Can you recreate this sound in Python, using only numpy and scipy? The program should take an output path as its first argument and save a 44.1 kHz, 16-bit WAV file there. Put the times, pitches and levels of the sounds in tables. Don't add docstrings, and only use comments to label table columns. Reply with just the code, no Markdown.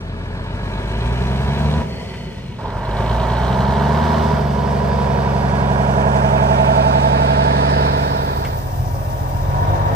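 import sys
import numpy as np
from scipy import signal
from scipy.fft import rfft, irfft, next_fast_len
from scipy.io import wavfile
from scipy.ndimage import uniform_filter1d, map_coordinates

SR = 44100
rng = np.random.default_rng(int(sys.argv[2]) if len(sys.argv) > 2 else 0)


def unload_audio(sound):
    columns = np.transpose(np.atleast_2d(sound))
    steps = np.round(np.clip(columns, -1, 1) * 32767)
    wavfile.write(sys.argv[1], SR, steps.astype(np.int16))


N = 438794
CYLINDERS = 6


# t/s, firing rate/Hz
YARD_SPEED_CURVE = [(0, 42), (.36, 44), (.84, 50.6), (1.17, 62.5), (1.46, 69), (1.82, 77.5), (1.92, 70.2),
                    (2.2, 59.9), (2.64, 42.2), (2.92, 51.9), (3.11, 57.9), (3.27, 58.6), (3.66, 67.1),
                    (4.09, 78), (4.55, 70.6), (4.81, 71), (5.2, 68.7), (5.96, 67.7), (6.82, 67.8),
                    (7.78, 70), (8.5, 71)]


def amp(db):
    return 10 ** (np.asarray(db) / 20)


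def rms_one(x):
    return x / np.sqrt(np.mean(x ** 2) + 1e-20)


def in_time(rows, span):
    s, *columns = np.transpose(rows)
    return [np.interp(np.arange(*span) / SR, s, c) for c in columns]


def band(x, low_hz, high_hz, order=3):
    return signal.sosfilt(signal.butter(order, [low_hz, high_hz], "band", fs=SR, output="sos"), x)


def flicker(count, spread_db):
    return amp(spread_db * rms_one(band(rng.standard_normal(count), 1.24, 19.0, order=2)))


def coloured(x, spectrum, modes):
    size = next_fast_len(x.shape[-1] + SR // 10)
    hz = np.maximum(np.arange(size // 2 + 1) * SR / size, 1)
    curve_hz, curve_db = np.array(spectrum).T
    db = np.interp(np.log(hz), np.log(curve_hz), curve_db)
    for top_hz, width, lift_db in modes:
        db = db + lift_db / (1 + (2 * (hz - top_hz) / width) ** 2)
    return irfft(rfft(x, size) * amp(db), size)[..., :x.shape[-1]]


def delayed(x, ms):
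    return map_coordinates(x, [np.arange(len(x)) - ms * SR / 1000], order=3, mode="nearest")


def cycle_pattern(cycles, life, line_db, size=4096):
    line_orders = [9, 10, 14, 16, 17, 20, 24, 33, 35, 39, 42, 48, 52, 57, 53, 64, 66, 72, 75, 78, 84, 87,
                   58, 61, 55, 62, 69]
    stroke_top_order = 24
    stroke_lead = .22

    spectra = np.sqrt(size) * np.exp(2j * np.pi * rng.random((64, size // 2 + 1)))
    spectra[:, line_orders] = 0
    patterns = irfft(spectra)
    age = cycles / life
    old, turn = age.astype(int), np.pi / 2 * (age % 1)

    orders = np.array(line_orders)
    stroke_turns = .5 + orders * stroke_lead / CYLINDERS
    turns = np.where(orders <= stroke_top_order, stroke_turns, rng.random(len(orders)))
    lines = np.zeros(size // 2 + 1, complex)
    lines[line_orders] = np.sqrt(size) * amp(line_db) * np.exp(2j * np.pi * turns)

    at = (cycles % 1 * size).astype(int)
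    fading = np.cos(turn) * patterns[old % 64, at]
    coming = np.sin(turn) * patterns[(old + 1) % 64, at]
    return irfft(lines)[at] + fading + coming


def engine(firing_hz, tone_db, part_db, flutter_db, repeat, colour, modes, line_db, life):
    part_edges = [30, 240, 520, 780, 1150, 2200, 3400, 5800, 17000]
    part_throb = [.1, .15, .2, .24, .24, .2, .16, .05]
    cylinder_db = [2, -1, 0, 1.5, -2, -.5]
    roughening = 6.0
    pull_flutter_db = 2.2
    rev_repeat = .75

    pull = uniform_filter1d(np.gradient(firing_hz) * SR, round(.3 * SR))
    steady = 1 / (1 + (pull / roughening) ** 2)
    flutter_db = flutter_db + pull_flutter_db * (1 - steady)
    firings = np.cumsum(firing_hz) / SR

    hum = 0
    for k, db in enumerate(tone_db):
        tone = np.sin(2 * np.pi * (k + 1) * firings + 1.03 * k)
        hum = hum + np.sqrt(2) * amp(db) * flicker(len(db), flutter_db) * tone

    pattern = cycle_pattern(firings / CYLINDERS, life, line_db)
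    noise = rng.standard_normal(len(hum))
    alike, chance = coloured(np.array([pattern, noise]), colour, modes)

    strength = amp(cylinder_db)[firings.astype(int) % CYLINDERS]
    blow = strength * np.exp(-2.5 * (firings % 1))
    blow = uniform_filter1d(blow, round(SR / 400))
    blow = blow / blow.mean() - 1

    rows = []
    for k, db in enumerate(part_db):
        share = np.clip(repeat[k], 0, 1)
        if k > 0:
            share = share * (rev_repeat + (1 - rev_repeat) * steady)
        mix = (np.sqrt(share) * alike + np.sqrt(1 - share) * chance) * (1 + part_throb[k] * blow)
        sos = signal.butter(2, part_edges[k:k + 2], "band", fs=SR, output="sos")
        rows.append(amp(db) * rms_one(signal.sosfiltfilt(sos, mix)))
    return hum, rows


def yard_engine(span):
    # t/s, then level/dB of low mids, mids, high mids, low treble, treble
    yard_levels = [(0, -46.5, -45, -51.5, -58.5, -77), (.45, -42.5, -37.5, -46, -56, -70),
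                   (1.07, -33, -37, -36.5, -52.5, -50.5), (1.5, -34, -31.5, -35.5, -47.5, -50),
                   (1.815, -27.5, -33, -36.5, -53, -48.5), (1.86, -32.5, -40.5, -53.5, -61.5, -65.5),
                   (2.1, -35.5, -45, -50.5, -59, -61.5), (2.582, -39, -53.5, -62.5, -67, -78.5),
                   (2.589, -43.5, -31, -49, -58, -74), (2.82, -41.5, -28, -44, -61.5, -69),
                   (2.98, -33, -25, -36, -56, -54), (3.72, -32.5, -21.5, -33.5, -50, -52.5),
                   (4.14, -31, -23.5, -30, -42, -46), (4.37, -29.5, -25.5, -37.5, -44.5, -54),
                   (4.42, -33.5, -26, -42, -48, -59), (5.33, -31.5, -23.5, -38.5, -46.5, -55),
                   (6.14, -29, -20.5, -31.5, -48, -44.5), (6.76, -30.5, -20.5, -32, -38.5, -43.5),
                   (7.81, -33, -23.5, -31, -31.5, -46), (8.3, -34.5, -21, -29.5, -31, -46)]
    # level/dB at cruise, slope/dB per Hz, share of the low mids' swing
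    tone_rules = [(-24, 0.35, 0.21), (-20, 0.28, 0.45), (-30, 0.45, 1)]
    # mean level/dB, then its share of the swing of each of the five loudness curves
    part_rules = [(-28, 1, 0.0074, 0.19, 0.14, -0.47), (-30, 0.64, 0, 0.23, 0.25, -0.17),
                  (-28, 0.29, 0.73, -0.5, 0.15, 0.28), (-32, 0.16, 0.98, 0.34, 0.15, -0.28),
                  (-34.5, 0.37, 0.13, 0.88, 0.11, -0.45), (-41.5, 0.1, 0, -0.067, 0.022, 0.31),
                  (-47.5, 0.093, 0.12, -0.031, 0.83, -0.17), (-51, 0, 0.097, -0.25, 0.06, 0.5)]
    # f/Hz, level/dB
    pipe = [(42, 1.5), (58, 4), (75, -2), (85, 0.5), (98, -5.5), (115, -5), (130, -2), (145, -2.5),
            (156, -8.5), (175, -6), (190, 1.5), (205, 3), (230, -2.5)]
    # t/s, level/dB
    third_tone = [(0, -4), (1.3, -1), (1.8, -5), (2.7, -3), (3.7, 1), (4.4, -1.5), (6, -1.5), (8.3, -6)]
    coast_loss = [15, 18, 14]
    yard_repeat = [.85, .85, .9, .9, .4, .15, .08, 0]
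    # f/Hz, level/dB per Hz
    yard_colour = [(30, -18.5), (60, -8.5), (130, -4), (220, -7), (310, -19.5), (600, -19), (950, -15),
                   (1150, -22), (1800, -30), (2400, -45), (4500, -45.5), (7000, -59), (10000, -60.5),
                   (13000, -67.5)]
    # f/Hz, width/Hz, level/dB
    stack_modes = [(410, 70, 9), (646, 20, 10.5), (755, 19, -3), (890, 34, 5), (970, 38, 8), (1080, 24, 3)]
    yard_modes = [(323, 71, 0.5), (1660, 84, 3.5), (2320, 570, 6), (2937, 85, 2), (3600, 430, 4.5),
                  (4880, 1600, 5.5), (5890, 870, 6), (7680, 1600, 4.5)]
    yard_line_db = [3.2, 5.8, 1.1, 11.9, 1, 2.9, 10.1, 2.4, 6.5, 8.8, 10.2, 4.6, 5.5, 7.4, 3.1, 9.2, 11,
                    7.3, 9.8, 9.6, 6.6, 2.4, 8.1, 6, 2.2, 2.4, 7.4]
    fuel_off_s, fuel_on_s, fuel_edge_s = 1.8, 2.62, 0.026
    cruise_hz = 68
    coast_repeat = .3

    firing_hz, = in_time(YARD_SPEED_CURVE, span)
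    levels = np.array(in_time(yard_levels, span))
    swing = levels - levels.mean(axis=1, keepdims=True)
    fuel_cut = [(fuel_off_s, 0), (fuel_off_s + fuel_edge_s, 1), (fuel_on_s, 1), (fuel_on_s + fuel_edge_s, 0)]
    coasting, = in_time(fuel_cut, span)

    tone_db = []
    for k, (db, slope, share) in enumerate(tone_rules):
        level = db + slope * (firing_hz - cruise_hz) + share * swing[0] - coast_loss[k] * coasting
        tone_db.append(level + np.interp((k + 1) * firing_hz, *np.transpose(pipe)))
    tone_db[2] = tone_db[2] + in_time(third_tone, span)[0]

    part_db = [db + np.dot(shares, swing) for db, *shares in part_rules]
    repeat = np.outer(yard_repeat, 1 - (1 - coast_repeat) * coasting)
    return engine(firing_hz, tone_db, part_db, 0.06, repeat,
                  yard_colour, stack_modes + yard_modes, yard_line_db, life=16.03)


def turning(rows, span):
    # f/Hz, width/Hz
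    ring_hz = [(410, 60), (480, 80), (650, 36), (890, 50), (972, 50), (1690, 90), (2450, 500)]
    # t/s, then level/dB of each in turn
    ring_levels = [(0, -4, -5, 2, 1.5, -7, 2.5, -0.5), (1, -1, -3, -9, 5, 1, 2, 1.5),
                   (1.7, 1, -1, -1, -4, 2, 0, 0), (2.2, -5, 2.5, -13, 8, 1, -14, -4.5),
                   (2.6, -2, 0.5, -1, 3, 4, -6, -3), (3.3, -4.5, 0, -6.5, 4, -3, -7, -2.7),
                   (3.8, 4, -0.5, 1.5, 1, -2.5, -3, -4), (4.2, 6.5, -8, 1, -4, -2, -4.5, -5),
                   (4.7, 0.5, 4.5, -9.5, -8, 4, 0, -3.5), (5.1, -2.5, 4, -6, -6, 0, -2, -2),
                   (5.5, -0.5, -2.5, -9, -10, -0.5, 0, -1), (6, -1, 3, -5.5, -3.5, -2, 0.5, 0),
                   (6.6, -1.5, -1.5, 0.5, 5, -5, -4, 4.5), (7, -11, 1.5, 0.5, 5.5, -15, -2, 4),
                   (7.5, -4.5, 3, 3, 2.5, -3, 5, 6), (8.3, -1.5, 3.5, 1, -3, 4, 3.5, 4.5)]
    rows = np.array(rows)
    for (hz, width), db in zip(ring_hz, in_time(ring_levels, span)):
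        ring = signal.lfilter(*signal.iirpeak(hz, hz / width, fs=SR), rows)
        rows = rows + (amp(db) * flicker(len(db), .7) - 1) * ring
    return list(rows)


def turbo(span):
    # t/s, f/Hz, level/dB before the swells and the lift of each whistle
    whine = [(1.82, 4450, -62), (1.9, 4420, -46), (2.25, 4350, -47), (2.4, 4230, -53), (2.6, 4100, -57),
             (2.7, 4050, -75)]
    # pitch ratio to the main one, lift/dB
    partners = [(1, 1.5), (.7, 2), (.457, 4)]
    hz, db = in_time(whine, span)
    turns, out = np.cumsum(hz) / SR, 0
    for ratio, lift_db in partners:
        wander = rms_one(band(rng.standard_normal(len(hz)), 15, 60, order=1))
        swell = .4 + .85 * wander
        out = out + amp(db + lift_db) * swell * np.sin(2 * np.pi * ratio * turns)
    return out


def knock(span):
    # low edge f/Hz, high edge f/Hz
    knock_bands = [(2850, 3400), (3650, 4250)]
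    # t/s, level/dB
    knock_level = [(0, -58), (.9, -42.5), (1.8, -42), (1.86, -63), (2.75, -52), (2.95, -44), (3.3, -39),
                   (4.2, -43), (4.45, -57)]
    decay, spread_db = 2.2, 2.2
    firings = np.cumsum(in_time(YARD_SPEED_CURVE, span)[0]) / SR
    strength = amp(spread_db * rng.standard_normal(int(firings[-1]) + 1))[firings.astype(int)]
    swell = uniform_filter1d(strength * np.exp(-decay * (firings % 1)), round(SR / 300))
    ringing = sum(band(swell * rng.standard_normal(len(swell)), *edges, order=2) for edges in knock_bands)
    return amp(in_time(knock_level, span)[0]) * rms_one(ringing)


def scattered(hiss):
    alike = .2
    other = np.roll(hiss, round(0.017 * SR))
    both = np.sqrt(1 + alike) * hiss + np.sqrt(1 - alike) * other * np.array([[1], [-1]])
    return both * flicker(len(hiss), .9)


def heard(hum, rows, low_lag_ms, high_lag_ms, pan_db, echo_db, t60):
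    part_pan = [0.054, 0.26, 0.61, 0.6, 1.18, 0.45, -0.44]
    part_lag = [1, 1, 1, .92, .8, 0, 0]
    s = np.arange(round(t60 * SR)) / SR
    tails = rng.standard_normal((2, len(s))) * amp(-60 * s / t60)
    spectra = rfft(tails)
    tails = irfft(spectra / uniform_filter1d(abs(spectra), size=5), len(s))

    out = []
    for tail, side in zip(tails, (.5, -.5)):
        direct = far = 0
        for k, x in enumerate([hum + rows[0], *rows[1:-1]]):
            x = x * amp(side * part_pan[k] * pan_db) / np.sqrt(1 + amp(echo_db[k]) ** 2)
            lag_ms = high_lag_ms + part_lag[k] * (low_lag_ms - high_lag_ms)
            direct = direct + delayed(x, side * lag_ms)
            far = far + x * amp(echo_db[k])
        echo = signal.fftconvolve(far, tail / np.sqrt(np.sum(tail ** 2)))[:len(far)]
        out.append(direct + echo)
    return np.array(out) + scattered(rows[-1])


def clacks():
    # t/s, strength/dB, extra brightness/dB per octave, share of the ring time
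    clack_rows = [(2.138, -31.5, -6, .35), (8.4468, -24.5, 2, 0.88)]
    # f/Hz, level/dB before the brightness, full ring time to -60 dB/s
    clack_modes = [(900, -9, .012), (1600, -2, .01), (2050, 2, .012), (2300, -4, .008), (2650, -8, .008),
                   (3100, -11, .009), (4200, -19, .007), (5800, -17, .006), (7500, -17, .006)]
    out, burst = np.zeros(N), np.arange(round(.08 * SR))
    for s, strength_db, tilt_db, ringing in clack_rows:
        kicks = amp(strength_db - 20.5) * np.exp(-burst / SR / 0.016) * rng.standard_normal(len(burst))
        for hz, db, t60 in clack_modes:
            r, w = amp(-60 / (ringing * t60 * SR)), 2 * np.pi * hz / SR
            gain = amp(db + tilt_db * np.log2(hz / 2200))
            resonator = [0, gain * np.sin(w)], [1, -2 * r * np.cos(w), r * r]
            out[round(s * SR) + burst] += signal.lfilter(*resonator, kicks)
    return band(out + 1e-18, 640, 16000, order=1)


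def air_leak():
    # t/s, level/dB
    leak_level = [(0, -80), (1.55, -57), (2.52, -67), (3.05, -54), (4.27, -50), (4.52, -54), (6.5, -58),
                  (7.7, -60), (8.35, -41.5), (9.1, -42), (9.95, -51)]
    hz, width = 16700, 2400
    level, wander = amp(in_time(leak_level, (0, N))[0]), flicker(N, 1.4)
    return level * wander * rms_one(band(rng.standard_normal(N), hz - width / 2, hz + width / 2, order=1))


def cab_engine(span):
    # t/s, firing rate/Hz
    cab_speed = [(8.5, 43.4), (9.41, 43.4), (9.714, 48.6), (9.842, 48.8), (9.91, 50.6), (9.95, 47)]
    # t/s, position (0 idle - 1 pressed)
    cab_pedal = [(8.6, 0.07), (9.4, 0.39), (9.62, 0.84), (9.95, 0.85)]
    # level/dB at idle, gain with the pedal/dB
    tone_rules = [(-28.5, -1), (-27.5, 2), (-26, -2.5)]
    # level/dB at idle, gain with the pedal/dB
    part_rules = [(-24, -4), (-38.5, 10.5), (-37, 14.5), (-37.5, 15), (-45, 14.5), (-53, 6.5), (-59, 11.5),
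                  (-50, -1.5)]
    cab_repeat = [.7, .3, .5, .7, .6, .05, 0, 0]
    # f/Hz, level/dB per Hz
    cab_colour = [(30, -21), (50, -10.5), (96, 0), (139, -11), (190, -12), (235, -24.5), (330, -33.5),
                  (420, -30.5), (600, -26), (950, -24), (1400, -34), (2400, -43), (4000, -46), (10000, -49),
                  (13000, -46)]
    # f/Hz, width/Hz, level/dB
    cab_modes = [(560, 60, 0), (932, 56, 9.5), (3700, 400, 8.5), (5620, 150, 2)]
    cab_line_db = [2, 8, 8, 1, 5, -8, 9, -4, 5, 4, 8, 3, 7, -1, -4, -2, 2, -4, 0, 1, 5, 5, 2, -3, -3, 0, -3]
    firing_hz, = in_time(cab_speed, span)
    pedal, = in_time(cab_pedal, span)
    tone_db = [db + lift_db * pedal for db, lift_db in tone_rules]
    part_db = [db + lift_db * pedal for db, lift_db in part_rules]
    return engine(firing_hz, tone_db, part_db, .6, cab_repeat, cab_colour, cab_modes, cab_line_db, life=2.87)


def left_hiss(count):
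    left_db, pan_db = -46, 31
    hiss = flicker(count, 1.5) * rms_one(band(rng.standard_normal(count), 4500, 6470, order=2))
    return hiss * amp([[left_db], [left_db - pan_db]])


def scene():
    # t/s, lag of left behind right in the lows/ms, the same in the treble/ms,
    # left minus right level/dB
    yard_place = [(0, -0.22, -0.15, -0.5), (1.5, -0.15, -0.12, -2), (2.7, 0.063, -0.074, -3.5),
                  (3.9, 0.11, -0.024, -5), (5.1, 0.19, 0.053, -8), (6.3, 0.44, 0.13, -9.5),
                  (7.5, 0.53, 0.16, -7), (8.3, 0.52, 0.14, -5.5)]
    # t/s, level/dB
    yard_echo = [(0, -9.5), (2.5, 1.5), (2.65, -9), (5, 3.5), (7, -19)]
    # level/dB, share of the barn echo curve
    yard_part_echo = [(-14.5, 0.34), (-4, 0.65), (-1.5, 1.2), (2.5, 1.52), (-4.5, 0.09), (-6.5, 0.0057),
                      (4, 0.076)]
    cab_echo = [-15, 3, 3, -1.5, 5, 8, 8]
    # t/s, level/dB
    cab_lope = [(7.7, -7), (8.6, -2.5), (8.72, -3), (8.82, 3), (8.92, -1), (9.0, -2), (9.15, -2), (9.45, 2),
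                (9.6, 3.5), (9.95, 3.5)]
    # t/s, position (0 yard - 1 cab)
    crossfade = [(7.7, 0.23), (7.9, 0.58), (8.7, 0.96), (8.8, 0.95)]
    yard_span, cab_span = (0, round(8.8 * SR)), (round(7.7 * SR), N)
    cab_lag_ms, cab_pan_db = 0.45, 2
    out = np.zeros((2, N))

    hum, rows = yard_engine(yard_span)
    rows[1:6] = turning(rows[1:6], yard_span)
    rows[5] = rows[5] + turbo(yard_span) + knock(yard_span)
    barn_db, = in_time(yard_echo, yard_span)
    echo_db = [db + share * barn_db for db, share in yard_part_echo]
    yard = heard(hum, rows, *in_time(yard_place, yard_span), echo_db, t60=.2)
    out[:, slice(*yard_span)] += yard * np.minimum(2 - 2 * in_time(crossfade, yard_span)[0], 1)

    hum, rows = cab_engine(cab_span)
    lope = amp(in_time(cab_lope, cab_span)[0])
    hum, rows[0] = lope * hum, lope * rows[0]
    cab = heard(hum, rows, cab_lag_ms, cab_lag_ms, cab_pan_db, cab_echo, t60=.2)
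    cab = cab + left_hiss(len(hum))
    out[:, slice(*cab_span)] += cab * in_time(crossfade, cab_span)[0]
    return out + clacks() * amp([[1.5], [-1.5]]) + air_leak()


def record(dry):
    # f/Hz, level/dB
    side_colour = [(20, -2.5), (6500, 1), (8500, -3.5), (10800, 3), (12500, 9), (20000, -14)]
    fade_in = np.minimum(np.arange(N) / SR / .01, 1)
    dry = 1.3 * np.tanh(dry / 1.3) * fade_in
    mid, side = (dry[0] + dry[1]) / 2, (dry[0] - dry[1]) / 2
    mid = signal.sosfilt(signal.cheby2(8, 50, [10500, 12500], "stop", fs=SR, output="sos"), mid)
    side = coloured(side, side_colour, [])
    side = signal.sosfilt(signal.cheby2(8, 40, 13500, fs=SR, output="sos"), side)
    top_cut = signal.cheby2(14, 70, 16050, fs=SR, output="sos")
    return signal.sosfilt(top_cut, [mid + side, mid - side])


dry = scene()
out = record(dry)
unload_audio(out)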